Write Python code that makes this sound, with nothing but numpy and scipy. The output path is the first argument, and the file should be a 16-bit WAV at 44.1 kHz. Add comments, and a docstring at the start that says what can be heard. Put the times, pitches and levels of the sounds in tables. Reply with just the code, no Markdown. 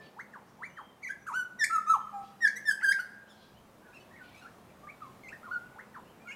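"""Garden bird song

A songbird close by pipes soft upward and downward slurs, a loud fluted phrase, then soft slurs again.
Each note is a gliding near-pure whistle with thin overtones that rings back from trunks and walls.
Other birds whistle, chirp and rasp (band-limited noise) far off.
Under it lie distant traffic, made of coloured noise, and a passing engine hum, made of one wavering tone."""
import sys
import numpy as np
from scipy import signal
from scipy.fft import rfft, irfft, next_fast_len
from scipy.io import wavfile
from scipy.ndimage import uniform_filter1d, map_coordinates

SR = 44100
rng = np.random.default_rng(int(sys.argv[2]) if len(sys.argv) > 2 else 0)


def persist_wave(psi):
    """Save psi, clipped to +-1, as 16-bit WAV."""
    counts = np.round(np.clip(psi, -1, 1) * 32767).astype(np.int16)
    wavfile.write(sys.argv[1], SR, np.atleast_2d(counts).T)


def field_ratio(decibels):
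    """Amplitude ratio for a level in dB (20 dB per decade); scalars and array-likes work."""
    return 10 ** (np.asarray(decibels, dtype=float) / 20)


N = 280035  # length in samples


def unit(x):
    """Scale to rms 1."""
    return x / np.sqrt(np.mean(x ** 2) + 1e-20)


def along(points, hz):
    """Read (Hz, value) points at the given pitches, on a log pitch axis."""
    point_hz, value = np.transpose(points)
    return np.interp(np.log(hz + 1), np.log(point_hz + 1), value)


def curves(rows, t):
    """Each column after the time, read at times t."""
    seconds, *columns = np.transpose(rows)
    return [np.interp(t, seconds, column) for column in columns]


def wobble(rate, size):
    """A smooth random curve through rate random points a second."""
    at = np.arange(size) * rate / SR
    return map_coordinates(rng.standard_normal(size // 64), [at])


# Strength of the voice's overtones 2, 3, and so on. 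Each entry: level in dB.
OVERTONES = [-1.5, -3, -10, -11, -9.5, -12.5, -8.5, -17, -11, -7, -28]
# How windpipe and open beak colour the overtones. Each row: pitch in Hz, lift in dB.
BEAK = [(1500, 14.5), (3000, -4.5), (4000, -9), (5000, -2.5), (6200, 1.5), (7500, 0), (9500, 0.5),
        (11000, -4.5), (13000, -9.5), (15500, -16)]
OVERTONE_DIP_SHARE, LARGEST_DIP_DB = 0.41, 17  # overtones dip less by this share, up to this dip
OPEN_DB_PER_OCTAVE = 12  # the beak opens for high pitches and lets the overtones out
SWELL_DULL = 0.25  # while a note swells, dB lost per octave of overtone for each dB still to go


def whistle(rows, voice, fade, waver, tremble_db):
    """A gliding tone with its overtones; soft notes are duller and tremble more than loud ones."""
    # each row: time in seconds, pitch in Hz, level in dB
    # voice: overtone lift in dB, even-overtone lift in dB, slope in dB per octave, mouth resonance in Hz,
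    # dulling in dB as the beak closes over the last third (below zero brightens)
    bright_db, even_db, slope_db, mouth_hz, closing_db = voice
    t = np.arange(rows[0][0] - fade, rows[-1][0] + fade, 1 / SR)
    hz, db = [uniform_filter1d(c, size=110) for c in curves(rows, t)]
    softness = 1 + np.clip((-37.5 - db.max()) / 8, 0, 2)
    wavering_hz = hz * (1 + softness * waver * wobble(154.2, len(t)))
    phase = 2 * np.pi * np.cumsum(wavering_hz) / SR
    tone = np.sin(phase)

    # fast slurs shake the membranes
    glide_speed = uniform_filter1d(np.abs(np.gradient(np.log(hz))) * SR, size=200)
    glide = np.clip(glide_speed / 25, 0, 1)
    over_db = bright_db + OVERTONE_DIP_SHARE * np.clip(db.max() - db, 0, LARGEST_DIP_DB)
    over_db += OPEN_DB_PER_OCTAVE * np.log2(hz / hz.max())
    over_db -= closing_db * np.clip(np.linspace(-2, 1, len(t)), 0, 1)
    to_go_db = db.max() - np.maximum.accumulate(db)
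    for k, order_db in enumerate(OVERTONES, 2):
        source_db = order_db + even_db * (1 - k % 2) + slope_db * np.log2(k / 4)
        source_db = source_db - SWELL_DULL * to_go_db * np.log2(k / 2)
        # the mouth cavity lifts the overtone nearest its resonance
        mouth_db = 7.1 / (1 + (np.log(k * hz / mouth_hz) / 0.13) ** 2)
        filter_db = mouth_db + along(BEAK, k * hz) - 2.13 * softness
        gain = field_ratio(over_db + source_db + filter_db + 2.56 * wobble(52.7, len(t)))
        # overtones splinter into noisy sidebands
        gain *= 1 - .5 * glide + (0.083 + 1.24 * glide) * wobble(498.6, len(t))
        below_limit = k * hz < SR / 2.5
        tone += gain * below_limit * np.sin(k * phase + k)

    # the voice opens and shuts quickly
    edge = np.clip(np.minimum(t - t[0], t[-1] - t) / fade, 0, 1)
    level = field_ratio(db + softness * tremble_db * wobble(121.0, len(t)))
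    return np.sqrt(2) * edge * level * tone


# How long the far walls ring. Each row: pitch in Hz, time in seconds to die away by 60 dB.
FAR_WALLS = [(700, 1), (1500, 0.88), (3000, 0.64), (5000, 0.62), (8000, 0.67), (13000, 0.59)]
# Scatter off near trunks and leaves. One row: time to die away by 60 dB in seconds, build-up in seconds.
TRUNKS = (0.18, 0.0019)
# One facing wall. One row: delay in seconds, level in dB, time for its smear to die by 60 dB in seconds.
FACING_WALL = (0.065, -24.5, 0.017)


def garden(wet_db, early_db):
    """Direct sound, quick dense scatter, a wall's slap and a long tail with its own ring time at each pitch."""
    hz, t, z = signal.stft(rng.standard_normal(SR), SR, nperseg=256)
    decay = field_ratio(-60 * t / along(FAR_WALLS, hz)[:, None])
    walls = signal.istft(z * decay, SR, nperseg=256)[1][:SR]
    t = np.arange(SR) / SR
    scatter_s, build_up_s = TRUNKS
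    scatter = rng.standard_normal(SR) * field_ratio(-60 * t / scatter_s)
    answer = field_ratio(wet_db) * walls / np.linalg.norm(walls)
    answer += field_ratio(early_db) * scatter / np.linalg.norm(scatter)
    answer *= 1 - np.exp(-t / build_up_s)

    delay_s, slap_db, smear_s = FACING_WALL
    slap = rng.standard_normal(SR) * field_ratio(-60 * t / smear_s)
    answer += field_ratio(slap_db) * np.roll(slap / np.linalg.norm(slap), round(delay_s * SR))
    answer[0] = 1  # the direct sound
    return answer / np.linalg.norm(answer)


def birds(notes, wet_db, early_db, fade, waver, tremble_db):
    """Every note rings through the garden, each with a freshly drawn random tail."""
    out = np.zeros(N + 3 * SR)  # one spare second ahead of the scene
    for voice, rows in notes:
        loudest_db = max(row[2] for row in rows)
        # soft notes are sung turned away, so more is echo
        away_db = 0.27 * np.clip(-38 - loudest_db, 0, 16)
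        dry_note = whistle(rows, voice, fade, waver, tremble_db)
        note = signal.fftconvolve(dry_note, garden(wet_db, early_db + away_db))
        out[round((1 + rows[0][0] - fade) * SR):][:len(note)] += note
    return out[SR:SR + N]


def near_bird(notes):
    """The singer close by: a steady whistle with little echo from the far walls."""
    return birds(notes, wet_db=-13.0, early_db=-4.0, fade=.003, waver=0.0042, tremble_db=1.35)


def bent(events, voice):
    """Notes that swell, hold and sink while the pitch passes through start, middle and end."""
    at = np.array([0, 0.33, .5, 0.64, 1])  # share of the note's length
    swell_db = np.array([-5, 0, 0, 0, -5.5])
    notes = []
    for start, length, db, *hz in events:
        pitch = np.interp(at, [0, .5, 1], hz)
        rows = np.transpose([start + at * length, pitch, db + swell_db]).tolist()
        notes.append((voice, rows))
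    return notes


# Far whistles; the first row is the dying end of a note begun before the scene.
# Each row: start in seconds, length in seconds, level in dB, start, middle and end pitch in Hz.
FAR = [(-.03, 0.038, -49.5, 1740, 1756, 1790), (.03, .06, -69.5, 4580, 4560, 4430),
       (.06, .013, -62, 3400, 2930, 2600), (.66, .08, -72, 6010, 6170, 6100),
       (.7, .24, -67, 2865, 3225, 3100), (1.18, .08, -76, 5900, 5900, 5900),
       (1.97, .15, -69, 3160, 3100, 3110), (2.135, .06, -73, 7230, 7260, 6900),
       (3.545, .095, -71, 2770, 3160, 3200), (3.81, .09, -65, 1425, 1694, 1664),
       (4.69, .02, -66.5, 2610, 2480, 2300), (6.05, .1, -70, 2640, 3150, 2760),
       (6.205, .06, -64, 2370, 2440, 2460), (6.275, .035, -55, 2810, 2800, 2780),
       (6.312, 0.022, -50, 2710, 2820, 2860)]
# Their voice. One row: overtone lift in dB, even-overtone lift in dB, slope in dB per octave,
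# mouth resonance in Hz, closing dulling in dB.
FAR_VOICE = (-22, 1, -0.5, 5504, .1)


def far_whistles():
    """A dying note end, then faint bent whistles, with more far-wall echo than the singer has."""
    return birds(bent(FAR, FAR_VOICE), wet_db=-9.5, early_db=-6.5, fade=.007, waver=0.0037, tremble_db=1.16)


# Colour of the road noise. Each row: pitch in Hz, relative strength in dB.
TRAFFIC = [(12, -45), (20, -29), (144, -3.5), (245, -2), (307, -10), (343, -5.5), (394, -7.5), (465, -7),
           (707, -8), (1130, -10.5), (1500, -15.5), (2410, -20.5), (5110, -28), (15600, -32)]
# Slow drift of the rush. Each row: time in seconds, level in dB, treble lift in dB, bass lift in dB.
AIR = [(0.0, -58.5, -4.5, -6), (1.17, -60.5, -3.5, 2), (2.23, -61, 0.5, 4), (3.22, -62, -1.5, 2),
       (3.59, -60.5, -1, 8.5), (4.01, -58.5, -1.5, 6), (4.93, -59, -1.5, 4), (5.34, -58, -1, 6),
       (5.87, -58.5, -2, 3.5), (6.35, -58.5, -2, 0)]


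def traffic(patchy_db, swell_db):
    """Far road noise: a dull rush of coloured noise with faint drifting patches."""
    hz, s, z = signal.stft(rng.standard_normal(N + SR), SR, nperseg=1024)
    level_db, lift_db, bass_db = curves(AIR, s)
    field = uniform_filter1d(rng.standard_normal(z.shape), size=8, axis=0)
    patches = unit(uniform_filter1d(field, size=8, axis=1))
    colour = field_ratio(along(TRAFFIC, hz))
    body = (hz > 60) & (hz < 700)  # the band that sets the level
    colour /= np.sqrt(np.sum(colour[body] ** 2) / len(hz))
    treble = np.clip(np.log2(hz / 500 + 1e-9) / 3, 0, 1)[:, None]
    bass = np.clip(np.log2(150 / (hz + 1)), 0, 1)[:, None]
    drift_db = level_db + lift_db * treble + bass_db * bass + patchy_db * patches
    rush = signal.istft(z * colour[:, None] * field_ratio(drift_db), SR, nperseg=1024)[1][:N]
    return rush * field_ratio(swell_db * wobble(1.23, N))


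# The passing engine. Each row: time in seconds, pitch in Hz, level in dB.
HUM = [(0, 205, -85), (1.3, 204, -75), (1.9, 204, -60.5), (2.5, 205, -58.5), (3.0, 206, -64),
       (3.3, 210, -65), (4.2, 208, -72), (5.2, 213, -68), (6.35, 214, -62)]


def engine_hum():
    """A single tone whose pitch and level waver as the engine passes."""
    hz, db = curves(HUM, np.arange(N) / SR)
    phase = 2 * np.pi * np.cumsum(hz + 3 * wobble(11, N)) / SR
    return field_ratio(db + 1.0 * wobble(8.6, N)) * np.sin(phase)


# Soft hoarse rasps. Each row: start in seconds, length in seconds, level in dB, low and high edge in Hz.
RASPS = [(0, 0.067, -66, 2400, 5000), (0.455, 0.059, -70.5, 5500, 6650), (2.19, 0.12, -65, 2500, 6430),
         (3.286, 0.12, -69, 2820, 7150), (3.351, 0.13, -65.5, 3180, 5220), (3.959, 0.053, -70, 1800, 6000),
         (4.198, 0.16, -65, 2180, 4470), (4.31, 0.15, -70, 2500, 5200), (5.02, 0.023, -67, 2000, 4500),
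         (6.269, 0.063, -58, 1810, 3180), (6.275, 0.07, -68, 6000, 8000)]


def rasps(flutter_db):
    """Breathy scolds: fluttering noise in a broad throat band that leans to its low edge."""
    out = np.zeros(N + SR)
    for start, length, db, low_hz, high_hz in RASPS:
        size = next_fast_len(round(length * SR))
        hz = np.fft.rfftfreq(size, 1 / SR) + 1
        edges = np.sqrt((1 + (low_hz / hz) ** 12) * (1 + (hz / high_hz) ** 12))
        band = (low_hz / hz) ** 1.1 / edges
        band *= field_ratio(3 * np.cos(2 * np.pi * hz / rng.uniform(600, 915)))  # blurred harmonic ridges
        hiss = unit(irfft(rfft(rng.standard_normal(size)) * band, size))
        level = field_ratio(db + flutter_db * wobble(71, size))
        out[round(start * SR):][:size] += level * np.hanning(size) ** .5 * hiss
    return signal.fftconvolve(out, garden(wet_db=4, early_db=-13.0))[:N]


# Voice of all slurs. 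One row: overtone lift in dB, even-overtone lift in dB, slope in dB per octave,
# mouth resonance in Hz, closing dulling in dB.
SLUR_VOICE = (-22.5, 0.5, 1, 4400, 2)


def slurs(events, form):
    """The singer's slurs: a shared form stretched to each one's length, pitch and level."""
    notes = []
    for start, length, db, top_hz, lean_db in events:
        rows = [(start + at * length, top_hz * ratio, db + form_db + lean_db * (1 - at))
                for at, ratio, form_db in form]
        notes.append((SLUR_VOICE, rows))
    return near_bird(notes)


# Shape of an upward slur. Each row: share of its length, share of its top pitch, level change in dB.
RISING = [(0, .36, -15.5), (0.332, .44, -3), (.55, 0.85, 2), (.76, 1, -6.5), (1, 1, -20)]
# Upward slurs. Each row: start in seconds, length in seconds, level in dB, top pitch in Hz,
# extra level towards the start in dB.
RISES = [(.165, 0.066, -42, 2212, 0.1), (.59, 0.087, -39, 2327, -1.5), (5.758, .072, -53, 2183, 12)]


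def rising_slurs():
    """Soft whistles that glide up."""
    return slurs(RISES, RISING)


# Shape of a downward slur. Each row: share of its length, share of its top pitch, level change in dB.
FALLING = [(0, 1, -13), (.1, 0.94, -2.5), (.24, .78, -1.5), (.5, .55, 0), (1, 0.37, -11.5)]
# Downward slurs. Each row: start in seconds, length in seconds, level in dB, top pitch in Hz,
# extra level towards the start in dB.
FALLS = [(.333, 0.057, -46.5, 1903, -0.5), (.768, 0.052, -43, 2026, -1), (5.94, .058, -47.5, 1915, 3)]


def falling_slurs():
    """Soft whistles that glide down."""
    return slurs(FALLS, FALLING)


# Fluted notes. Each row: a voice, then a list of points.
# Voice: overtone lift in dB, even-overtone lift in dB, slope in dB per octave, mouth resonance in Hz,
# closing dulling in dB. Each point: time in seconds, pitch in Hz, level in dB.
FLUTED = [ ((-20.5, 4.5, .5, 5900, -5.5), [(1.022, 1880, -63), (1.035, 2304, -43.5), (1.05, 2035, -39),
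          (1.065, 1974, -35.5), (1.077, 2377, -40), (1.086, 1934, -42), (1.095, 1470, -43),
          (1.11, 1650, -34), (1.124, 1740, -48)]), ((-20.5, 2.5, 4, 6700, -1), [(1.264, 1160, -58),
          (1.268, 1298, -40), (1.275, 1670, -40), (1.29, 1212, -34), (1.305, 999, -41.5),
          (1.32, 870, -42)]), ((-19, 2, -0.5, 6697, 14), [(1.323, 967, -42), (1.33, 1178, -37.5),
          (1.345, 1397, -32), (1.362, 1517, -31.5), (1.385, 1510, -35.5), (1.4, 1478, -31.5),
          (1.432, 1470, -34.5), (1.438, 1430, -58)]), ((-9.5, -3.5, -3, 6000, -4.5), [(1.59, 1890, -49),
          (1.6, 1945, -34.5), (1.612, 1788, -28.5), (1.628, 1766, -26), (1.64, 1717, -20),
          (1.645, 2330, -30), (1.653, 2344, -43)]), ((-24.5, -4.5, 2.5, 6493, 21), [(1.7, 1320, -42),
          (1.706, 1318, -34), (1.715, 1315, -26), (1.74, 1363, -28), (1.765, 1290, -21.5),
          (1.777, 1282, -39), (1.785, 1276, -23), (1.803, 1280, -60)]), ((-22, -10, 0, 6502, 10),
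          [(1.865, 1208, -39.5), (1.88, 1244, -30.5), (1.9, 1307, -20), (1.907, 1323, -23.5),
          (1.914, 1303, -22), (1.925, 1287, -23), (1.936, 1221, -26), (1.942, 1179, -22),
          (1.955, 948, -32.5), (1.972, 788, -38.5)]), ((-30, -8, -2, 4000, 6), [(2.125, 812, -56),
          (2.14, 807, -42.5), (2.19, 790, -38.5), (2.232, 788, -45.5)]), ((-16.5, -2.5, -1, 4700, -12),
          [(2.408, 1886, -46), (2.425, 1870, -30), (2.445, 1788, -24), (2.455, 1706, -19),
          (2.472, 1585, -24.5), (2.481, 2277, -39.5), (2.492, 2300, -64)]), ((-9, 4, 4.5, 6000, 10),
          [(2.558, 1970, -50), (2.572, 1953, -38), (2.582, 2153, -40), (2.59, 2120, -60)]),
          ((-16, -1.5, 2.5, 4933, -7.5), [(2.655, 1830, -36.5), (2.662, 1790, -34.5), (2.675, 1773, -30.5),
          (2.685, 1752, -22.5), (2.695, 1695, -17.5), (2.704, 1624, -30), (2.712, 1548, -27),
          (2.728, 1623, -39)]), ((-14, -0.5, 1.5, 4750, -1), [(2.82, 1336, -43), (2.833, 1534, -28),
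          (2.84, 1588, -26), (2.845, 1693, -21.5), (2.855, 1583, -24), (2.88, 1565, -23),
          (2.905, 1604, -17.5), (2.92, 1639, -23.5), (2.93, 2207, -36.5), (2.94, 2190, -49)]),
          ((-21.5, 3.5, 0.5, 4700, 1), [(2.992, 1406, -34), (3.002, 1501, -27), (3.012, 1471, -31)]),
          ((-34, -4, -1, 4000, .1), [(4.11, 1690, -60), (4.125, 2000, -60), (4.145, 1837, -52),
          (4.158, 1944, -55), (4.165, 2244, -53), (4.185, 1910, -59), (4.2, 1680, -55)]),
          ((-18.5, 1.5, -3, 4300, 2), [(5.237, 2180, -48.5), (5.255, 2120, -58), (5.275, 2018, -50),
          (5.284, 2110, -42), (5.291, 2600, -44.5), (5.298, 2760, -52)]), ((-32, -3, -5.5, 4400, 3),
          [(5.433, 1292, -46), (5.447, 1503, -47), (5.49, 1006, -47), (5.505, 1032, -56),
          (5.515, 1425, -34.5), (5.53, 1498, -36.5), (5.55, 1465, -31), (5.565, 1411, -39),
          (5.582, 1508, -45), (5.592, 1460, -55)]), ((-21, 2, -2, 6800, -14), [(6.275, 2310, -46.5),
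          (6.295, 2164, -45), (6.312, 2175, -45), (6.325, 2530, -43), (6.345, 2480, -74)]), ]


def fluted_notes():
    """Whistles that each follow their own path of pitch and level, loudest in the middle phrase."""
    return near_bird(FLUTED)


# Short lead-ins. Each row: start in seconds, length in seconds, level in dB, start, middle and end pitch in Hz.
REEDY = [(2.802, 0.0154, -53.5, 853, 856, 1060), (2.977, 0.0117, -55, 800, 894, 1090)]
# Their voice. One row: overtone lift in dB, even-overtone lift in dB, slope in dB per octave,
# mouth resonance in Hz, closing dulling in dB.
REEDY_VOICE = (5, -4, -8, 2400, 11)


def reedy_lead_ins():
    """Brief notes ahead of loud ones, reedy because their overtones are strong."""
    return near_bird(bent(REEDY, REEDY_VOICE))


# Far chirps. Each row: start in seconds, length in seconds, level in dB, start, middle and end pitch in Hz.
CHIRPS = [(3.27, .055, -72.5, 1353, 1867, 1590), (3.935, .04, -69.5, 1310, 1410, 1287),
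          (3.995, 0.022, -78, 1300, 1500, 1440), (4.32, .12, -73.5, 1002, 1282, 1477)]
# Their voice. One row: overtone lift in dB, even-overtone lift in dB, slope in dB per octave,
# mouth resonance in Hz, closing dulling in dB.
CHIRP_VOICE = (11.5, 3.5, -6.5, 4100, 2)


def far_chirps():
    """Faint nasal calls: strong overtones, unsteady pitch and plenty of echo."""
    return birds(bent(CHIRPS, CHIRP_VOICE), wet_db=-5.5, early_db=-4.5, fade=.006, waver=0.009, tremble_db=1.57)


# Plain notes. Each row: start in seconds, length in seconds, level in dB, start, middle and end pitch in Hz.
PLAIN = [(3.85, 0.094, -60, 1506, 1450, 1750), (4.203, 0.045, -48, 1517, 1478, 1450),
         (4.415, 0.073, -52.5, 1524, 1310, 1833), (4.83, 0.06, -53.5, 1140, 1238, 1165),
         (4.87, 0.036, -49, 1556, 2160, 2420), (5.008, .072, -47, 1374, 1130, 1027),
         (5.318, 0.031, -45, 1370, 1876, 1790), (6.245, .09, -52.5, 1220, 1532, 1860)]
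# Their voice. One row: overtone lift in dB, even-overtone lift in dB, slope in dB per octave,
# mouth resonance in Hz, closing dulling in dB.
PLAIN_VOICE = (-26, -2, -6, 4000, .1)


def plain_notes():
    """Soft whistles that bend once, halfway."""
    return near_bird(bent(PLAIN, PLAIN_VOICE))


def scene():
    """The singer, the far birds and the road."""
    singer = rising_slurs() + falling_slurs() + fluted_notes() + reedy_lead_ins() + plain_notes()
    background_birds = far_whistles() + rasps(flutter_db=3.5) + far_chirps()
    road = traffic(patchy_db=1.02, swell_db=0.37) + engine_hum()
    return (singer + background_birds + road)[None]


def roll_off(x):
    """The treble ends steeply here."""
    return signal.sosfilt(signal.butter(12, 15710, fs=SR, output="sos"), x)


def record(dry):
    """Turn the finished mix into the output sound."""
    return roll_off(dry)


dry = scene()
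out = record(dry)
persist_wave(out)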